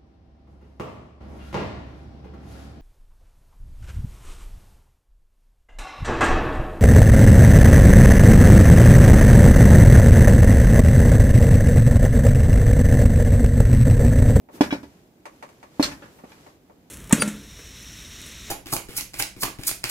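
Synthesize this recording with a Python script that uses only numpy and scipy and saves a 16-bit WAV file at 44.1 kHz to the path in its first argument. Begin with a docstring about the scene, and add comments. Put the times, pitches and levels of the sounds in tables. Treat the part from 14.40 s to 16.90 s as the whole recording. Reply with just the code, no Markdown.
"""A faint knock and shuffle, then a plate-loaded dumbbell thumps onto the floor of a small living room.
Each end drives the floor's damped modes and the loose plates rattle. A second dumbbell follows and
ends in a bright clank as a plate strikes the steel bar. Light hollow knocks fall around the landings,
and clothing rustles by friction as the lifter straightens up, over the low rush of the room."""
import sys
import numpy as np
from scipy import signal
from scipy.fft import rfft, irfft
from scipy.io import wavfile

SR = 44100
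rng = np.random.default_rng(int(sys.argv[2]) if len(sys.argv) > 2 else 0)


def transcribe(signal):
    """Save signal, clipped to [-1, 1], as a 16-bit WAV file at the path in sys.argv[1]."""
    frames = np.atleast_2d(signal).T
    limited = np.clip(frames, -1, 1)
    pcm = np.round(limited * 32767).astype(np.int16)
    wavfile.write(sys.argv[1], SR, pcm)


N = 110250


def floor_thumps():
    """Impact excitation: each end drives the floor's modes up to its own cutoff, so some sound duller."""
    # landings: t/s, level/dB, pitch factor, ring time factor, mode cutoff f/Hz, relative thud level/dB
    landings = [(.2080, -4, 1.024, 0.72, 1160, -5.5), (0.2346, -25.5, 0.8, 0.44, 990, -1),
                (0.3255, -12.5, 1.01, 0.73, 870, -10.5), (.349, -27.5, 0.89, 0.62, 600, -2),
                (0.432, -34, 0.98, 1, 1400, -1.5), (1.3963, -6, 1.02, 0.62, 760, -3),
                (1.838, -34, 0.848, 0.57, 1400, 0.5)]
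    # modes of the loaded floor: nominal f/Hz, level/dB, nominal T60/s
    floor_modes = [(76, -34, .5), (262, -13, .07), (292, 0, .085), (322, -10, .07), (390, -9, .12),
                   (500, -15, .1), (585, -13, .12), (690, -14, .12), (885, -15, .12), (965, -13, .11)]
    # spectrum of the dull thud: f/Hz, level/dB
    thud_spectrum = [(30, -45), (100, -13.5), (300, 0), (480, -1.5), (650, -3), (1000, -11.5), (1400, -20),
                     (3000, -38.5), (16000, -53)]
    rise_s, crunch_s = 0.00098, 0.0067
    out, t = np.zeros((2, N)), np.arange(SR // 2) / SR
    hz, db, t60 = np.transpose(floor_modes)[:, :, None]
    for start_s, level_db, pitch, stretch, cutoff_hz, thud_db in landings:
        envelopes = amp(db - 60 * t / (t60 * stretch)) / np.sqrt(1 + (hz / cutoff_hz) ** 10)
        boom = (envelopes * np.sin(2 * np.pi * hz * pitch * t)).sum(0) * (1 - np.exp(-t / rise_s))
        blow = amp(8.5) * (t == 0) + amp(-4.5) * chatter(t, crunch_s)
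        thud = amp(thud_db) * colour(blow, thud_spectrum)
        add(out, start_s, -amp(level_db) * (boom + thud))
    return out * amp([[-.5], [.5]])  # slightly to the right


def plate_rattles():
    """Collisions: loose plates chatter and ring briefly, each rattle with its own spectral tilt."""
    # collisions: t/s, level/dB, chatter time constant/s, tilt/(dB per octave), relative ring level/dB
    collisions = [(0.2083, -23, 0.0058, -1.5, -6.5), (0.2118, -24, 0.0018, 1.5, -14),
                  (0.233, -33, 0.016, -2, -7), (0.307, -32, 0.0023, -6, 0.5), (.314, -30, 0.0014, -2, -4.5),
                  (.3262, -32.5, 0.013, -3, -4), (0.43, -49.5, 0.01, -0.5, -23),
                  (1.398, -37.5, 0.031, 0.5, -21), (1.484, -36, 0.0065, -7, -25),
                  (1.514, -38.5, 0.012, -1.5, -37), (1.621, -44.5, 0.024, -7, -13),
                  (1.918, -46, 0.0043, -2.5, -8.5)]
    # contact spectrum of plate on plate: f/Hz, level/dB
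    clack_spectrum = [(200, -15.5), (700, -2.5), (1600, 5), (3200, -2), (5400, -2.5), (6500, -7),
                      (9000, -13), (13000, -13), (16000, -21)]
    # modes of the plate stack: f/Hz, level/dB, T60/s
    plate_modes = [(1580, -2, .08), (2304, 1, .12), (2401, 1, .11), (2929, -2, .07), (3350, -2, .055),
                   (3885, -10, .14), (5416, -7, .14)]
    (clacks, ringing), t = np.zeros((2, 2, N)), np.arange(SR // 2) / SR
    for start_s, level_db, chatter_s, tilt_db, ring_db in collisions:
        add(clacks, start_s, amp(level_db) * colour(chatter(t, chatter_s), clack_spectrum, tilt_db))
        add(ringing, start_s, amp(level_db + ring_db) * ring(plate_modes, t, tilt_db / 2))
    return room(clacks, wet_db=1, early_db=-2) + room(ringing, wet_db=-12, early_db=-26.5)


def bar_clank():
    """Free vibration: a plate chatters against the steel bar, which rings from the first contact."""
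    # contacts of plate and bar: t/s, level/dB, chatter time constant/s
    contacts = [(1.4266, -21.5, 0.0069), (1.4346, -26, 0.003), (1.445, -28, 0.0035)]
    # modes of bar and collar: f/Hz, level/dB, T60/s
    bar_modes = [(3461, -10, .15), (4113, -6, .11), (4185, -4, .11), (4243, -5, .12), (4304, -4, .1),
                 (4365, -2, .12), (4537, -5, .13), (5254, -11, .15), (5700, -8, .09), (5845, -11, .16),
                 (6907, -14, .1), (7444, -10, .19), (8140, -12, .12), (8260, -12, .09), (9838, -18, .12),
                 (10800, -15, .1), (11850, -14, .1)]
    # contact spectrum of steel on steel: f/Hz, level/dB
    crack_spectrum = [(200, -9), (700, -4.5), (2800, -2), (4300, 0), (6000, -6), (9000, -16.5),
                      (16000, -29)]
    (cracks, ringing), t = np.zeros((2, 2, N)), np.arange(SR // 2) / SR
    for start_s, level_db, chatter_s in contacts:
        add(cracks, start_s, amp(level_db) * colour(chatter(t, chatter_s), crack_spectrum))
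    add(ringing, contacts[0][0], amp(-21.5) * ring(bar_modes, t))
    return room(ringing, wet_db=-11, early_db=-18) + room(cracks, wet_db=5, early_db=0)


def hollow_knocks():
    """Resonance: light taps all excite the same hollow body as the weight shifts."""
    # taps: t/s, level/dB, tilt/(dB per octave)
    taps = [(0.0876, -43, -4.5), (.178, -48, -2), (0.8549, -34.5, .5), (1.0254, -34.5, -.5),
            (1.089, -49, 2.5), (1.2286, -41, 0), (1.788, -46.5, -1.5), (1.842, -47, 0),
            (2.064, -43.5, -3.5), (2.297, -46.5, -6)]
    # response of the hollow body: f/Hz, level/dB
    body_spectrum = [(100, -24.5), (330, -9), (520, 4), (800, 0.5), (1100, 4), (1380, -7.5), (2200, -5.5),
                     (3300, -19), (6000, -19), (16000, -34)]
    out, t = np.zeros((2, N)), np.arange(SR // 4) / SR
    tap = amp(8.5) * (t == 0) + chatter(t, decay_s=.017)
    for start_s, level_db, tilt_db in taps:
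        add(out, start_s, amp(level_db) * colour(tap, body_spectrum, tilt_db))
    return out


def clothing_rustle():
    """Sliding friction: fabric gives a soft hiss with tiny random catches."""
    # envelope of the rubbing: t/s, level/dB
    rub_levels = [(0, -70), (.09, -69.5), (0.139, -55.5), (0.549, -58), (.7, -64.5), (0.836, -64),
                  (0.936, -57.5), (1.297, -59), (1.367, -54), (1.661, -53), (1.81, -61), (1.9, -53),
                  (2.102, -54.5), (2.19, -64), (2.5, -64)]
    # spectrum of sliding fabric: f/Hz, level/dB
    cloth_spectrum = [(100, 4.5), (400, 3.5), (1000, -2), (2000, -5), (4000, -9.5), (7700, -11.5),
                      (8800, -17.5), (11500, -14), (16000, -24.5)]
    catches_per_s, catch_gain = 560, 0.44
    catches = rng.standard_normal((2, N)) * (rng.random(N) < catches_per_s / SR)
    catches *= amp(2.4 * np.minimum(rng.exponential(1, N), 4))  # a few stand out
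    friction = spread(rng.standard_normal((2, N)) + catch_gain * unit(catches))
    envelope = amp(np.interp(np.arange(N) / SR, *np.transpose(rub_levels)))
    return envelope * unit(colour(friction, cloth_spectrum))


def dumbbell_shuffles():
    """Contact noise: soft swells of low rumble as the dumbbell shifts before landing and later rolls."""
    # shuffles: t/s, duration/s, level/dB
    swells = [(0.104, 0.11, -43), (1.658, 0.23, -53)]
    # spectrum of the shuffling: f/Hz, level/dB
    shuffle_spectrum = [(30, -31), (310, -3.5), (600, -20.5), (4000, -31)]
    out = np.zeros((2, N))
    for start_s, length_s, level_db in swells:
        n = round(length_s * SR)
        rumble = colour(spread(rng.standard_normal((2, SR))), shuffle_spectrum)[:, :n]
        add(out, start_s, amp(level_db) * np.hanning(n) * rumble)
    return out


def background():
    """Stationary noise: the low rush of the room, slightly to the right."""
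    # spectrum of the ambient noise: f/Hz, level/dB
    rush_spectrum = [(15, -47), (25, -1.5), (120, -2.5), (293, 2), (531, -8.5), (796, -12), (1330, -32.5),
                     (5000, -47.5), (16000, -27)]
    rush = unit(colour(spread(rng.standard_normal((2, N))), rush_spectrum))
    return amp(-57) * rush * amp([[-.7], [.7]])


def room(x, wet_db, early_db):
    """Reverberation: convolution with the direct sound, near reflections and a diffuse tail."""
    # reverberation time: f/Hz, T60/s
    decay_times = [(80, 1), (300, 0.27), (1000, 0.29), (4000, 0.17), (12000, 0.31)]
    # reflections from nearby surfaces: delay/s, left gain, right gain
    reflections = [(.0036, 0.84, 0.96), (.0071, 0.42, 0.44), (0.0107, 0.77, 0.97), (.0185, -0.23, -.08),
                   (.029, 0.052, 0.34)]
    build_up_s, left_delay_s = 0.0024, .00022
    n = SR * 3 // 4
    hz, t, bands = signal.stft(spread(rng.choice([-1., 1.], (2, n))), SR, nperseg=256)
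    bands *= amp(-60 * t / at_frequency(decay_times, hz)[:, None])
    tail = signal.istft(bands, SR, nperseg=256)[1][:, :n]
    tail *= 1 - np.exp(-(np.arange(n) / SR / build_up_s) ** 2)
    response = amp(wet_db) * tail / np.linalg.norm(tail[0])
    add(response[1], 0, np.ones(1))  # direct sound reaches the right first
    add(response[0], left_delay_s, np.ones(1))
    for delay_s, left, right in reflections:
        add(response, delay_s, amp(early_db) * np.array([[left], [right]]))
    return signal.fftconvolve(x, response, axes=1)[:, :N]


def ring(modes, t, tilt_db=0):
    """Modal superposition: damped sinusoids rise over the contact time; tilt is in dB per octave."""
    contact_s = 0.0002
    hz, db, t60 = np.transpose(modes)[:, :, None]
    phase = rng.random((len(modes), 1)) + .35 * rng.random((2, len(modes), 1))  # cycles, for each side
    envelopes = amp(db + tilt_db * np.log2(hz / hz.mean()) - 60 * t / t60)
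    return (envelopes * np.sin(2 * np.pi * (hz * t + phase))).sum(1) * (1 - np.exp(-t / contact_s))


def chatter(t, decay_s):
    """Exponential decay: dense micro-contacts merge into a dying noise."""
    return spread(rng.choice([-1., 1.], (2, len(t)))) * np.exp(-t / decay_s)


def spread(pair):
    """Partial coherence: two independent signals become left and right, bass together, treble apart."""
    # side relative to mid: f/Hz, level/dB
    side_levels = [(40, -8), (150, -17), (300, -14), (600, -5.5), (1200, 1), (16000, 0)]
    n = pair.shape[1]
    mid, side = rfft(pair)
    width = amp(at_frequency(side_levels, np.fft.rfftfreq(n, 1 / SR)))
    return irfft(np.array([mid + width * side, mid - width * side]) / np.sqrt(1 + width ** 2), n)


def colour(x, spectrum, tilt_db=0):
    """Minimum-phase filtering at unit energy, with the spectrum tilted in dB per octave."""
    hz = abs(np.fft.fftfreq(4096, 1 / SR))
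    gain_db = at_frequency(spectrum, hz) + tilt_db * np.log2(np.maximum(hz, 200) / 1000)
    log_response = np.conj(signal.hilbert(np.log(amp(gain_db))))
    taps = np.fft.ifft(np.exp(log_response)).real[:len(hz) // 2]
    return signal.fftconvolve(x, taps[None] / np.linalg.norm(taps), axes=1)[:, :x.shape[1]]


def at_frequency(points, hz):
    """Interpolation on a logarithmic frequency axis."""
    f, value = np.transpose(points)
    return np.interp(np.log(hz + 1), np.log(f + 1), value)


def amp(db):
    """Amplitude ratio of a level in decibels."""
    return 10 ** (np.asarray(db) / 20)


def unit(x):
    """Normalisation to an rms of one."""
    return x / np.sqrt(np.mean(x ** 2) + 1e-20)


def add(mix, start_s, sound):
    """Superposition of a sound on the mix, in place."""
    part = mix[..., max(round(start_s * SR), 0):][..., :sound.shape[-1]]
    part += sound[..., :part.shape[-1]]


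def scene():
    """Linear superposition of the reverberant impacts, the rustle, the shuffles and the background."""
    dumbbells = room(floor_thumps(), wet_db=-13, early_db=-16.5) + plate_rattles() + bar_clank()
    knocks = room(hollow_knocks(), wet_db=-9.5, early_db=-11)
    return dumbbells + knocks + clothing_rustle() + dumbbell_shuffles() + background()


def record(dry):
    """Band limiting and saturation: the microphone's low cut, a soft ceiling, then a low-pass."""
    low_cut_hz, ceiling, high_cut_hz = 50, .9, 15600
    lean = signal.sosfilt(signal.butter(2, low_cut_hz, "high", fs=SR, output="sos"), dry)
    limited = lean / (1 + (lean / ceiling) ** 10) ** (1 / 10)
    low_pass = signal.firwin(511, high_cut_hz, window=("kaiser", 9), fs=SR)
    return signal.oaconvolve(limited, low_pass[None], "same")


dry = scene()
out = record(dry)
transcribe(out)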